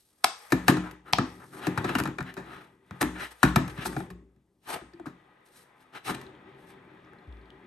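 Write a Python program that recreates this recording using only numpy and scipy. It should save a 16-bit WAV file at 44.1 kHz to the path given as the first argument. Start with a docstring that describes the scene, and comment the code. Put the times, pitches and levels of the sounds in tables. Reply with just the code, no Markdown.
"""A small room: a plastic spinner toy with silicone bubbles, on a hollow table top close to two microphone ports.
A thumb pops bubbles, made as spiky noise bursts into resonances; knocks do the same and ring the board's modes.
Skin and a nail rub the plastic as grainy filtered noise, the frame rings and ticks, something bumps the table leg.
Two toys are flicked and spin: whirring noise from the bearings, and board modes humming under it.
Decaying noise gives the room's reflections, and a quiet bed of shaped noise its air."""
import sys
import numpy as np
from scipy import signal
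from scipy.fft import rfft, irfft, next_fast_len
from scipy.io import wavfile
from scipy.ndimage import uniform_filter1d

SR = 44100
rng = np.random.default_rng(int(sys.argv[2]) if len(sys.argv) > 2 else 0)


def int16_out(signal):
    """Quantize to a 16-bit WAV file."""
    q = np.round(np.clip(np.atleast_2d(signal).T, -1, 1) * 32767)
    wavfile.write(sys.argv[1], SR, q.astype(np.int16))


N = 338114
SIZE = next_fast_len(N + SR)
HZ = np.arange(SIZE // 2 + 1) * SR / SIZE  # pitch of each frequency bin
BLOW = 4096  # samples computed for one blow or tick

# Frame touching the table. Each row: start in seconds, level in dB, treble in dB above that, rattle length in
# seconds, push into the table in dB, board pitch at the spot in Hz, sway of the legs in dB.
KNOCKS = [(0.206, -63, -5.5, 0.0037, -12, 283, -10), (0.503, -52, 10, 0.046, -2.5, 380, 1.5),
          (0.521, -8, -11, 0.0086, 0, 275, -4.5), (0.681, -2.5, -6, 0.007, -3, 258, -13),
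          (0.712, -25, -20, 0.0044, 4, 324, -9.5), (0.768, -23, -19, 0.011, 4, 262, 3.5),
          (0.911, -43, 5, 0.006, 3, 131, -6), (1.127, -27.5, 1, 0.014, 3.5, 137, -6),
          (1.184, -9, -41, 0.0058, -2.5, 261, -12.5), (1.668, -17, -10, 0.0092, 4.5, 290, -23),
          (1.775, -17, -16.5, 0.01, -1.5, 137, -15), (1.842, -19.5, -35, 0.016, 5, 303, -8),
          (1.89, -24, -12, 0.011, 1, 310, -8), (1.951, -15.5, -11.5, 0.011, 1.5, 247, -12),
          (1.984, -24, -1, 0.017, -8, 374, -18), (2, -14, -5.5, 0.0032, -1, 222, -12.5),
          (2.036, -48.5, 23.5, 0.0038, 0, 253, -10), (2.054, -22, -25, 0.013, -4, 188, -14),
          (2.073, -28.5, -7, 0.0058, 9, 257, -8), (2.184, -21.5, -42, 0.0074, -3.5, 328, -5.5),
          (2.204, -23, -29, 0.0077, -3.5, 165.5, -15), (2.227, -57, 20, 0.0027, -5, 250, -5),
          (2.34, -53, 18.5, 0.0026, -20, 340, -5), (2.367, -30, -18, 0.0057, 2.5, 318, -6),
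          (2.373, -31, -42, 0.035, 2.5, 334, 1), (2.909, -25.5, -18, 0.0021, -1.5, 174, -12),
          (3.011, -13, -5.5, 0.0035, -4.5, 288, -19), (3.027, -12.5, -2.5, 0.0029, -3, 278, 5),
          (3.43, -3, -11.5, 0.0097, -4, 249, 5), (3.449, -14.5, -31, 0.0074, 1.5, 170, -3),
          (3.559, -4, -9, 0.0057, -3.5, 177, -7), (3.678, -30.5, -6, 0.0086, 4, 142, 2.5),
          (3.777, -30.5, -18, 0.0066, 4.5, 178, -2), (3.852, -24, -27, 0.004, -5, 296, 11),
          (3.857, -15.5, -17, 0.0029, -8, 307, 4.5), (3.878, -42, -25, 0.0045, 10, 300, -7),
          (3.925, -36.5, -23, 0.0092, 1, 183, -0.5), (3.964, -24, -22, 0.0062, 3.5, 307, 1),
          (4.003, -26.5, -30.5, 0.003, -2.5, 307, -5), (4.025, -42, -30, 0.0044, 8, 321, -5.5),
          (4.102, -36, -6, 0.0084, 3, 117.2, 14), (4.362, -58.5, -8, 0.0033, 4, 201.7, -7.5),
          (4.812, -43, -20, 0.01, 7.5, 297, 6), (4.934, -45.5, -27, 0.0079, 9, 313, -3.5),
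          (4.996, -46.5, -26, 0.0089, 8, 323, 4), (5.061, -36, -14, 0.026, 10.5, 270, -10.5),
          (6.07, -43, -6, 0.0035, -20, 310, -6), (6.092, -23.5, -29, 0.0075, 4.5, 346, -12),
          (6.213, -41, 0, 0.0082, -12, 246, 8.5)]
# Bubbles snapping through. Each row: start in seconds, level in dB, treble in dB above that, snap length in
# seconds, push into the table in dB, petal pitch in Hz.
POPS = [(0.2427, 2, 2, 0.0012, -53.5, 773), (0.245, -0.5, -12, .001, -49, 1004),
        (1.133, -5, 5, 0.002, -22.5, 776)]
# Finger flicks, slides over the frame, faint rustles of the hand, and the sizzle of the first pop (0.246 s).
# Each row: centre in seconds, half length in seconds, frame in dB, skin in dB, ring pitch in Hz, crunch in dB.
RUBS = [(0.246, 0.0028, -23, -23, 1390, -48), (0.696, 0.0095, -27, -34.5, 1310, -36.5),
        (0.865, 0.026, -43, -72, 1320, -69), (1.09, 0.019, -47, -67, 1300, -69),
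        (1.425, 0.02, -50, -99, 1250, -89), (1.567, 0.023, -45, -56.5, 1300, -82),
        (1.653, 0.023, -39, -56, 1410, -51), (1.899, 0.016, -34, -69, 1310, -45.5),
        (2.287, 0.02, -44, -70, 1800, -56), (2.538, 0.059, -47.5, -71, 1324, -61.5),
        (3.018, 0.0053, -26.5, -32, 1250, -61), (3.169, 0.016, -41.5, -75, 1510, -60),
        (3.227, 0.023, -35, -48.5, 1700, -46.5), (3.319, 0.0064, -50.5, -52, 1500, -69),
        (3.467, 0.031, -47.5, -55, 1300, -53.5), (3.703, 0.0054, -44.5, -54, 1300, -49.5),
        (3.793, 0.015, -43.5, -80, 1600, -51), (3.828, 0.013, -41, -60, 1600, -49),
        (3.867, 0.0084, -67, -34.5, 1300, -84), (4.651, 0.02, -70, -72.5, 880, -76),
        (4.676, 0.0094, -47, -56, 1230, -60), (4.706, 0.013, -34.5, -41.5, 900, -55),
        (4.74, 0.0089, -38.5, -42.5, 1090, -50), (4.759, 0.012, -37.5, -54, 750, -62),
        (5.471, 0.011, -81, -69, 1300, -83), (5.579, 0.044, -73, -60, 1300, -78),
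        (5.82, 0.02, -69, -73.5, 1300, -77.5), (5.965, 0.018, -43, -59.5, 1340, -52.5),
        (6.064, 0.012, -46, -46.5, 1990, -48), (6.097, 0.017, -31, -42, 1050, -46),
        (6.149, 0.0038, -41, -49, 1290, -51), (6.205, 0.038, -62, -71, 1310, -67),
        (6.604, 0.024, -82, -74, 1290, -89), (6.696, 0.022, -75.5, -65.5, 1925, -78)]


def undb(db):
    """Gain of a level in dB."""
    return 10 ** (np.asarray(db) / 20)


def unit(x):
    """Sound scaled to rms 1."""
    return x / np.sqrt(np.mean(x ** 2))


def along(curve):
    """A (Hz, value) curve on every frequency bin, straight lines over log pitch."""
    hz, value = np.transpose(curve)
    return np.interp(np.log(HZ + 1), np.log(hz + 1), value)


def band_share(log_centres, k):
    """Weight of band k over log pitch: it fades to nothing at its neighbours, the outer bands run on."""
    return np.interp(np.log(HZ + 1), log_centres, np.arange(len(log_centres)) == k)


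def shape(x, gain):
    """Sound through a frequency response."""
    return irfft(rfft(x, SIZE) * gain, SIZE)[..., :N]


def causal(db):
    """Minimum-phase response of that loudness, which only rings after its cause."""
    cepstrum = irfft(db * np.log(10) / 20, SIZE)
    cepstrum[1:SIZE // 2] *= 2
    cepstrum[SIZE // 2 + 1:] = 0
    return np.exp(rfft(cepstrum))


def body(peaks):
    """Summed resonances, neighbours in opposite phase; plastic damps each to a width of 70 Hz or more."""
    narrowest_hz = 70
    f = np.maximum(HZ, 1)
    response = 0
    for k, (hz, width, db) in enumerate(peaks):
        detune = (f - hz ** 2 / f) / max(width, narrowest_hz)
        response = response + (-1) ** k * undb(db) / (1 + 1j * detune)
    return response


def ring(x, hz, t60):
    """One decaying mode; a unit blow starts its envelope at height 1."""
    r, w = np.exp(-np.log(1000) / (t60 * SR)), 2 * np.pi * hz / SR
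    return signal.lfilter([0, r * np.sin(w)], [1, -2 * r * np.cos(w), r * r], x)


def flicker(rate, db):
    """Gain that wanders by db (rms) about rate times a second."""
    k = int(SR / rate)
    wander = uniform_filter1d(uniform_filter1d(rng.standard_normal(N), k), k)
    return undb(db * unit(wander))


def contact():
    """Gains of board drag, frame whirr and skin slip: the hand, the shiver after knocks, rubs and spins."""
    # The toy in the hand. Each row: time in seconds, drag through the board in dB, whirr of the frame in dB,
    # skin rubbing in dB.
    hand = [(0, -80, -88.5, -67), (0.171, -69, -78.5, -74.5), (.3, -86, -56, -67), (0.449, -73, -55.5, -58),
            (.9, -61, -56, -74), (1.04, -63, -73.5, -95), (1.26, -50, -55.5, -66), (1.5, -51.5, -71, -65),
            (1.62, -43.5, -49.5, -70), (1.95, -42, -43, -56), (2.15, -69, -104, -79), (2.42, -47, -58, -75),
            (2.62, -51.5, -55.5, -76), (2.803, -61, -75, -86), (2.95, -59.5, -58, -73),
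            (3.1, -58, -60.5, -66.5), (3.38, -77, -64, -70), (3.651, -57, -58, -68), (4.0, -42, -57, -54),
            (4.14, -47.5, -81, -94.5), (4.4, -70, -87.5, -95.5), (4.649, -70, -94, -86.5)]
    # Toys set spinning. Each row: start in seconds, hum in the board in dB, whirr in dB, extra while it wobbles
    # in dB, time for the wobble to settle in seconds.
    spins = [(4.749, -68.5, -64, 30.5, 0.045), (6.1, -52, -63, 16.5, 0.13)]
    shiver_board_db, shiver_frame_db, shiver_s = -23, -32, 0.058  # the frame chatters on after a knock
    spin_up_s, slowing_db_per_s, spin_hiss_db = 0.021, 1, -61
    rub_board_db = -8.5  # share of a rub that the board takes

    t = np.arange(N) / SR
    times, *columns = np.transpose(hand)
    drag, whirr, slip = (undb(np.interp(t, times, column)) for column in columns)

    kicks = np.zeros((2, N))
    for s, db, _, _, push, *_ in KNOCKS:
        kicks[:, int(s * SR)] = undb(db + push + shiver_board_db), undb(db + shiver_frame_db)
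    shiver = signal.lfilter([1], [1, -np.exp(-1 / (shiver_s * SR))], kicks)

    rub = 0
    for s, half, frame_db, slip_db, *_ in RUBS:
        swell = np.exp(-.5 * ((t - s) / half) ** 2)
        rub = rub + undb(frame_db) * swell
        slip = slip + undb(slip_db) * swell

    for s, hum_db, whirr_db, wobble_db, settle in spins:
        age = np.maximum(t - s, 0)
        level_db = wobble_db * np.exp(-age / settle) - slowing_db_per_s * age
        spin = np.minimum(age / spin_up_s, 1) * undb(level_db)
        drag = drag + undb(hum_db) * spin
        whirr = whirr + undb(whirr_db) * spin
        slip = slip + undb(whirr_db + spin_hiss_db) * spin
    return drag + shiver[0] + undb(rub_board_db) * rub, whirr + shiver[1], slip


def bearing_whirr():
    """Bearing and sliding feet shake the frame with noise and stray ticks, each band drifting alone."""
    # Colour of the whirr. Each row: pitch in Hz, level in dB.
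    whirr_colour = [(260, -33), (450, -3), (564, -1), (698, -7), (791, 0), (885, 0), (967, -3.5),
                    (1270, -4.5), (1390, -7), (1900, -5), (2000, -7.5), (2770, -17), (3700, -18),
                    (4810, -34), (9000, -52), (11700, -65.5), (19800, -120)]
    # Centres of the drifting bands, in Hz.
    band_centres = [400, 800, 1300, 1900, 3200]
    # Modes of the bearing. Each row: pitch in Hz, level in dB, t60 in seconds.
    bearing_modes = [(854, -3, 0.044), (1250, 0.5, 0.07), (1600, -4, 0.045), (1925, -1, 0.04),
                     (2220, -7, 0.022), (2366, -9.5, 0.025), (3250, -8.5, 0.024), (4000, -12.5, 0.015)]
    ticks_per_s, tick_db, bearing_hum_db = 40, 14, -10

    ticks = undb(tick_db) * (rng.random(N) < ticks_per_s / SR) * rng.standard_normal(N)
    shake = rng.standard_normal(N) + ticks
    broad = unit(shape(shake, causal(along(whirr_colour))))
    log_centres = np.log(band_centres)
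    whirr, hum = 0, 0
    for k in range(len(log_centres)):
        whirr = whirr + flicker(24, 1.9) * shape(broad, band_share(log_centres, k))
    for hz, db, t60 in bearing_modes:
        hum = hum + undb(db) * flicker(7, 2.5) * ring(shake, hz, t60)
    return (whirr + undb(bearing_hum_db) * unit(hum)) * flicker(40, 0.74)


def friction(whirr_gain, slip):
    """Skin slips over plastic in fine grains, which also drive the rubs; the bearing whirr joins them."""
    # Colours of rubbed skin, of a slide and of a nail edge on the plastic. Each row: pitch in Hz, level in dB.
    skin_colour = [(2500, -9.5), (4000, -4), (6000, -7), (7400, -10.5), (8350, -1.5), (9000, -2.5),
                   (10200, -3), (11700, 0.5), (13000, -19.5), (15000, -10.5)]
    slide_colour = [(240, -3), (400, 9.5), (474, 4.5), (845, 5), (968, 5), (1830, -8.5), (2260, -1),
                    (2620, -11), (6000, -65), (7800, -111), (13200, -120)]
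    crunch_colour = [(1200, -28.5), (2000, -1.5), (2800, 2), (3400, -1), (4000, -3), (4500, -8.5),
                     (6000, -10.5), (8000, -37)]
    # Resonances that ring under a sliding finger and under the nail. Each row: pitch in Hz, width in Hz
    # (widened by the damping where narrow), level in dB.
    finger_rings = [(773, 91, 3), (1250, 150, 6.5), (1807, 200, 12.5), (2300, 420, -12), (3940, 340, 22)]
    nail_rings = [(1500, 250, 0), (2800, 330, 4), (4000, 53, 9)]
    grain_step_db, biggest_grain = 2.0, 4  # the biggest grain is counted in steps
    catches_per_s, catch_db = 250, 15  # catches of the nail

    whirr = bearing_whirr()
    grain_db = grain_step_db * np.minimum(rng.exponential(size=N), biggest_grain)
    grains = rng.standard_normal(N) * undb(grain_db) * flicker(170, 1.8) * flicker(60, 0.96)
    skin = unit(shape(grains, undb(along(skin_colour))))
    finger = unit(shape(grains, undb(along(slide_colour)) * (1 + np.abs(body(finger_rings)))))
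    catches = grains * (1 + undb(catch_db) * (rng.random(N) < catches_per_s / SR))
    crunch = unit(shape(catches, undb(along(crunch_colour)) * (1 + np.abs(body(nail_rings)))))
    return whirr_gain * whirr + slip * skin + rubs(finger, crunch)


def room(x):
    """Dense decaying reflections, band by band, partly alike left and right."""
    # Reflections. Each row: band centre in Hz, t60 in seconds, level in dB.
    echoes = [(310, 0.2, 3), (680, 0.18, -3.5), (1090, 0.31, -5.5), (1700, 0.27, -6), (3163, 0.32, -4.5),
              (6800, 0.43, -7), (11860, 0.15, -8.5)]
    # How alike left and right are. Each row: pitch in Hz, correlation from 0 to 1.
    likeness = [(100, 0.81), (300, 0.71), (800, 0.83), (2000, .3), (5000, 0.13), (12000, 0.95)]
    build_up_s = 0.0059

    t = np.arange(SR // 2) / SR
    log_centres = np.log([row[0] for row in echoes])
    mid, side = 0, 0
    for k, (_, t60, db) in enumerate(echoes):
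        tail = undb(db - 60 * t / t60) * np.minimum(t / build_up_s, 1)
        tail = tail / np.sqrt(t60 * SR / 14)  # longer tails carry no more energy
        a, b = rfft(rng.standard_normal((2, len(t))) * tail, SIZE) * band_share(log_centres, k)
        mid, side = mid + a, side + b
    alike = along(likeness)
    mid = mid * np.sqrt((1 + alike) / 2)
    side = side * np.sqrt((1 - alike) / 2)
    return shape(x, np.array([mid + side, mid - side]))


def bursts(rows, petals_hz, peaks, crack, rise, crack_share):
    """Each blow is a spiky rattle into the body with a crack on top; the struck petal rings at its own pitch."""
    evenness = 0.87  # 0 = chance colour, 1 = a rattle drives all pitches alike
    petal_db, petal_t60_s = -21, .014
    low, high, petal = np.zeros((3, N + BLOW))
    t = np.arange(BLOW) / SR
    grit = rng.standard_normal((len(rows), BLOW)) * rng.standard_normal((len(rows), BLOW))

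    def rattle(noise, gain, tau):
        """Fading noise with its spectrum flattened, at the energy of its fade."""
        fade = np.minimum(t / rise, 1) ** 2 * np.exp(-t / tau)
        tones = rfft(noise * fade)
        spiky = irfft(tones / (np.abs(tones) + 1e-9) ** evenness) * np.sqrt(fade)
        return gain * spiky * np.linalg.norm(fade) / np.linalg.norm(spiky)

    for (s, db, treble_db, length, *_), hz, noise in zip(rows, petals_hz, grit):
        span = slice(int(s * SR), int(s * SR) + BLOW)
        thump = rattle(noise, undb(db), length)
        low[span] += thump
        high[span] += rattle(noise[::-1], undb(db + treble_db), crack_share * length)
        petal[span] += ring(thump, hz, petal_t60_s)
    return shape(low[:N], body(peaks)) + shape(high[:N], causal(along(crack))) + undb(petal_db) * petal[:N]


def knocks():
    """The frame rattles its hollow resonances and cracks as it meets the table."""
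    # Hollow frame resonances. Each row: pitch in Hz, width in Hz (widened by the damping where narrow), level in dB.
    frame = [(546, 370, -7.5), (815, 279, 11.5), (825, 33, 5), (1050, 300, 1.5), (1306, 200, 6),
             (1640, 39, 0), (1796, 30, 9.5), (2380, 250, -4), (2547, 533, -7), (3810, 120, -7.5)]
    # Colour of the crack. Each row: pitch in Hz, level in dB.
    crack = [(1500, 0), (2500, 2.5), (3500, -9), (4800, -6), (6500, -10.5), (9000, -10.5), (12000, -3.5),
             (16000, -37)]
    petal_hz, petal_spread = 1325, 0.11  # a knock rings a petal near this pitch
    petals_hz = petal_hz * (1 + petal_spread * rng.standard_normal(len(KNOCKS)))
    return bursts(KNOCKS, petals_hz, frame, crack, rise=0.00045, crack_share=1.0)


def table_top(drag):
    """Blows spread slowly through the board and favour the modes of their spot; dragging keeps it humming."""
    # Table top modes. 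Each row: pitch in Hz, level under a blow in dB, t60 in seconds, level under dragging in dB.
    modes = [(60.2, -13, 0.68, -26), (77.6, -18, 0.32, -16), (108.4, -9, 0.59, -15.5), (137, -0.5, 0.2, -4),
             (180, -5, 0.43, -9.5), (188, -13, 0.13, -6.5), (221, -7.5, 0.17, -9), (258, -8.5, 0.29, -7),
             (307, -8.5, 0.37, -7), (342.7, -2, 0.14, -6), (382.8, -10, 0.11, 0.5), (392, -6.5, 0.099, -10),
             (509.3, -12.5, 0.05, -15.5), (571, -12, .1, -16)]
    rise_s, spot_octaves, spot_scatter_db = 0.0041, 0.85, 3
    legs_hz = 90  # modes below this sway on the legs
    waver_per_s, waver_db = 45, 3  # the toy rocking on the board chokes and frees each mode above the legs

    rows = [(s, db + push, 250, 0) for s, db, _, _, push, _ in POPS]
    rows += [(s, db + push, hz, sway) for s, db, _, _, push, hz, sway in KNOCKS]
    t = np.arange(BLOW) / SR
    swell = t / rise_s * np.exp(-t / rise_s) / (rise_s * SR)
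    scatter = rng.standard_normal((len(rows), len(modes)))
    phase = rng.random((len(rows), len(modes)))
    blows, hum = 0, 0
    for m, (hz, blow_db, t60, hum_db) in enumerate(modes):
        force = np.zeros(N + BLOW)
        for (s, db, spot_hz, sway_db), chance, start in zip(rows, scatter, phase):
            octaves = np.log2(hz / spot_hz)
            near_db = max(-6 * (octaves / spot_octaves) ** 2, -12) + spot_scatter_db * chance[m]
            if hz < legs_hz:
                near_db = sway_db
            push = swell * np.cos(2 * np.pi * (hz * t + start[m]))
            force[int(s * SR):int(s * SR) + BLOW] += undb(db + near_db) * push
        waver = flicker(waver_per_s, waver_db * (hz > legs_hz))
        blows = blows + undb(blow_db) * waver * ring(force[:N], hz, t60)
        hum = hum + undb(hum_db) * ring(rng.standard_normal(N), hz, t60)
    return blows + drag * flicker(25, 0.63) * unit(hum)


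def thuds():
    """The board flexes for a moment under a knock, sagging in pitch, a slower flex beneath."""
    late_s, length_s, thud_db = 0.0029, .026, -3
    sag = 0.24  # pitch starts this share above the spot's own and ends as far below
    under_pitch, under_db = 0.52, -5.5  # slower flex, as a ratio of pitch and a level against the upper one
    out = np.zeros(N + 8192)
    t = np.arange(int(length_s * SR)) / SR
    share = t / t[-1]
    for (s, db, _, _, push, hz, _), start in zip(KNOCKS, rng.random((len(KNOCKS), 2))):
        turns = hz * t * (1 + sag * (1 - share))
        upper = np.sin(np.pi * share ** 0.72) ** 2 * np.cos(2 * np.pi * (turns + start[0]))
        under = np.sin(np.pi * share) ** 2 * np.cos(2 * np.pi * (under_pitch * turns + start[1]))
        at = int((s + late_s) * SR)
        out[at:at + len(t)] += undb(db + push + thud_db) * (upper + undb(under_db) * under)
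    return out[:N]


def pops():
    """Each bubble snaps through and rings the air under it; open on both sides, it sheds its bass."""
    # Air under the bubble. Each row: pitch in Hz, width in Hz, level in dB.
    bubble = [(750, 180, 7.5), (1130, 650, 8), (1500, 270, 7), (2380, 710, 1), (3458, 340, -8)]
    # Colour of the snap, then the loss from the open back. Each row: pitch in Hz, level in dB.
    snap = [(1500, -13.5), (2500, -4.5), (3800, -0.5), (4600, 4.5), (5800, -1), (7000, -18), (9000, -25.5),
            (12000, -34), (16000, -37)]
    open_back = [(60, -24.5), (250, -14.5), (600, 2)]
    petals_hz = [row[-1] for row in POPS]
    snaps = bursts(POPS, petals_hz, bubble, snap, rise=0.001, crack_share=0.62)
    return shape(snaps, causal(along(open_back)))


def rubs(finger, crunch):
    """Each flick, slide, rustle or sizzle swells, rings near its own pitch and adds a crunch."""
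    ring_db, ring_q = 7.5, 2.2
    out, t = np.zeros(N), np.arange(N) / SR
    for s, half, frame_db, _, hz, crunch_db in RUBS:
        span = slice(int((s - 4 * half) * SR), int((s + 4 * half) * SR))
        rung = signal.lfilter(*signal.iirpeak(hz, ring_q, fs=SR), finger[span])
        rub = undb(frame_db) * (finger[span] + undb(ring_db) * rung) / 2
        swell = np.exp(-.5 * ((t[span] - s) / half) ** 2)
        out[span] += swell * (rub + undb(crunch_db) * crunch[span])
    return out


def frame_rings_and_ticks():
    """Each frame ring after a knock, or hard tick, is a tiny broad rattle with a short ring at its own pitch."""
    # Short rings of the frame after knocks, and hard ticks of the toy. Each row: start in seconds, level in dB,
    # pitch in Hz, ring t60 in seconds.
    short_rings = [(.523, -19.5, 1200, 0.072), (.684, -18.5, 1230, .07), (1.186, -22.5, 1300, 0.054),
                   (1.847, -25.5, 1310, 0.099), (1.893, -29, 2600, .03), (1.954, -23, 2800, .02),
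                   (2.186, -25, 2400, .02), (3.013, -21, 850, .03), (3.028, -21, 1320, .04),
                   (3.431, -16, 1600, 0.046), (3.561, -21, 1550, .04), (3.857, -23, 863, 0.031),
                   (3.966, -27, 795, 0.091), (4.005, -35, 852, .05), (4.107, -41, 1096, .06),
                   (4.936, -49, 4500, 0.015), (4.998, -36, 690, .04), (5.058, -30, 1250, 0.021),
                   (6.266, -44.5, 4000, 0.015), (6.351, -52, 3250, 0.0088), (6.948, -50, 1500, 0.007),
                   (7.047, -59, 5600, 0.0065), (7.134, -41, 1700, 0.0091), (7.186, -56, 4100, 0.0079),
                   (7.325, -46, 3250, .006), (7.37, -51, 3250, 0.0045), (7.414, -56, 4100, 0.0056),
                   (7.457, -55.5, 4100, 0.0067), (7.504, -39.5, 3140, 0.0055)]
    rattle_s, broad_db = 0.0021, -4
    edge = 4  # the first touch against the rattle behind it
    soften_s = 0.00006  # rounds off the treble
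    out = np.zeros(N + BLOW)
    grit = rng.standard_normal((len(short_rings), BLOW)) * np.exp(-np.arange(BLOW) / (rattle_s * SR))
    grit[:, 0] = edge
    for (s, db, hz, t60), rattle in zip(short_rings, grit):
        rattle = rattle / np.linalg.norm(rattle)
        broad = np.diff(rattle, prepend=0)
        out[int(s * SR):int(s * SR) + BLOW] += undb(db) * (ring(rattle, hz, t60) + undb(broad_db) * broad)
    return shape(out[:N], np.exp(-(HZ * soften_s) ** 2))


def bumps():
    """A soft bump against the table leg: a dull thump that sags in pitch and dies."""
    # Each row: start in seconds, level in dB, pitch it settles to in Hz, t60 in seconds.
    leg_bumps = [(7.276, -30, 57.7, 0.62)]
    rise_s, sag_turns, sag_s = .006, 0.65, 0.018
    out, t = np.zeros(N), np.arange(N) / SR
    for s, db, hz, t60 in leg_bumps:
        age = np.maximum(t - s, 0)
        turns = hz * age + sag_turns * (1 - np.exp(-age / sag_s))
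        out += undb(db - 60 * age / t60) * (1 - np.exp(-age / rise_s)) * np.sin(2 * np.pi * turns)
    return out


def toy(whirr_gain, slip):
    """All that the toy itself radiates."""
    return pops() + knocks() + frame_rings_and_ticks() + friction(whirr_gain, slip)


def quiet_air():
    """Steady noise of the quiet room, mostly bass."""
    # Colour of the air. Each row: pitch in Hz, level in dB.
    air_colour = [(18, -23), (30, 0.5), (241, -9.5), (1020, -24), (1280, -28), (1530, -39), (14000, -41.5)]
    air_db = -71.5  # ahead of the microphone's colour
    return undb(air_db) * unit(shape(rng.standard_normal(N), undb(along(air_colour))))


def scene():
    """Toy and table close by, the room's reflections and the quiet air, left and right."""
    # Sound of the toy heard opposite left and right. Each row: pitch in Hz, level in dB.
    faces_colour = [(150, -29), (400, -0.5), (900, -6), (2000, -5), (4000, -6), (8000, -11), (13000, -25.5)]
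    drag, whirr_gain, slip = contact()
    front = toy(whirr_gain, slip)
    # other faces of the frame rattle in the same moments but in their own detail
    faces = shape(toy(whirr_gain, slip), causal(along(faces_colour)))
    board = table_top(drag) + thuds() + bumps()
    wide = faces + undb(-33.5) * np.roll(board, 90)  # a little of the board, 90 samples late
    return front + board + quiet_air() + np.array([wide, -wide]) + room(front)


def record(dry):
    """Two ports that differ in level and phase, the microphone's colour, rounded peaks and the cut at the top."""
    # Level between the ports. Each row: pitch in Hz, left minus right in dB.
    port_db = [(30, 1.1), (80, 1.9), (180, 2), (350, 2.8), (700, 4), (1400, 3.7), (2800, 2.6), (5600, 1.6),
               (10000, .2)]
    # Phase between the ports. Each row: pitch in Hz, lead of the left in radians.
    port_lead = [(0, 0), (800, .3), (3300, .6), (8000, .6), (8650, 0), (10250, -3.14), (12000, -6.3),
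                 (16400, -12.8)]
    # Colour of the microphone. Each row: pitch in Hz, level in dB.
    mic = [(30, -18.5), (55, -7.5), (8500, 1.5), (10200, 2), (12000, -0.5), (13000, -21.5), (15000, -17.5),
           (16000, -15.5)]
    headroom, top_hz = 1.1, 16300
    half = undb(along(port_db) / 2) * np.exp(.5j * along(port_lead))  # each port takes half the difference
    heard = shape(dry, np.array([half, 1 / half]) * causal(along(mic)))
    rounded = headroom * np.tanh(heard / headroom)
    return signal.sosfilt(signal.ellip(8, .2, 70, top_hz, fs=SR, output="sos"), rounded)


dry = scene()
out = record(dry)
int16_out(out)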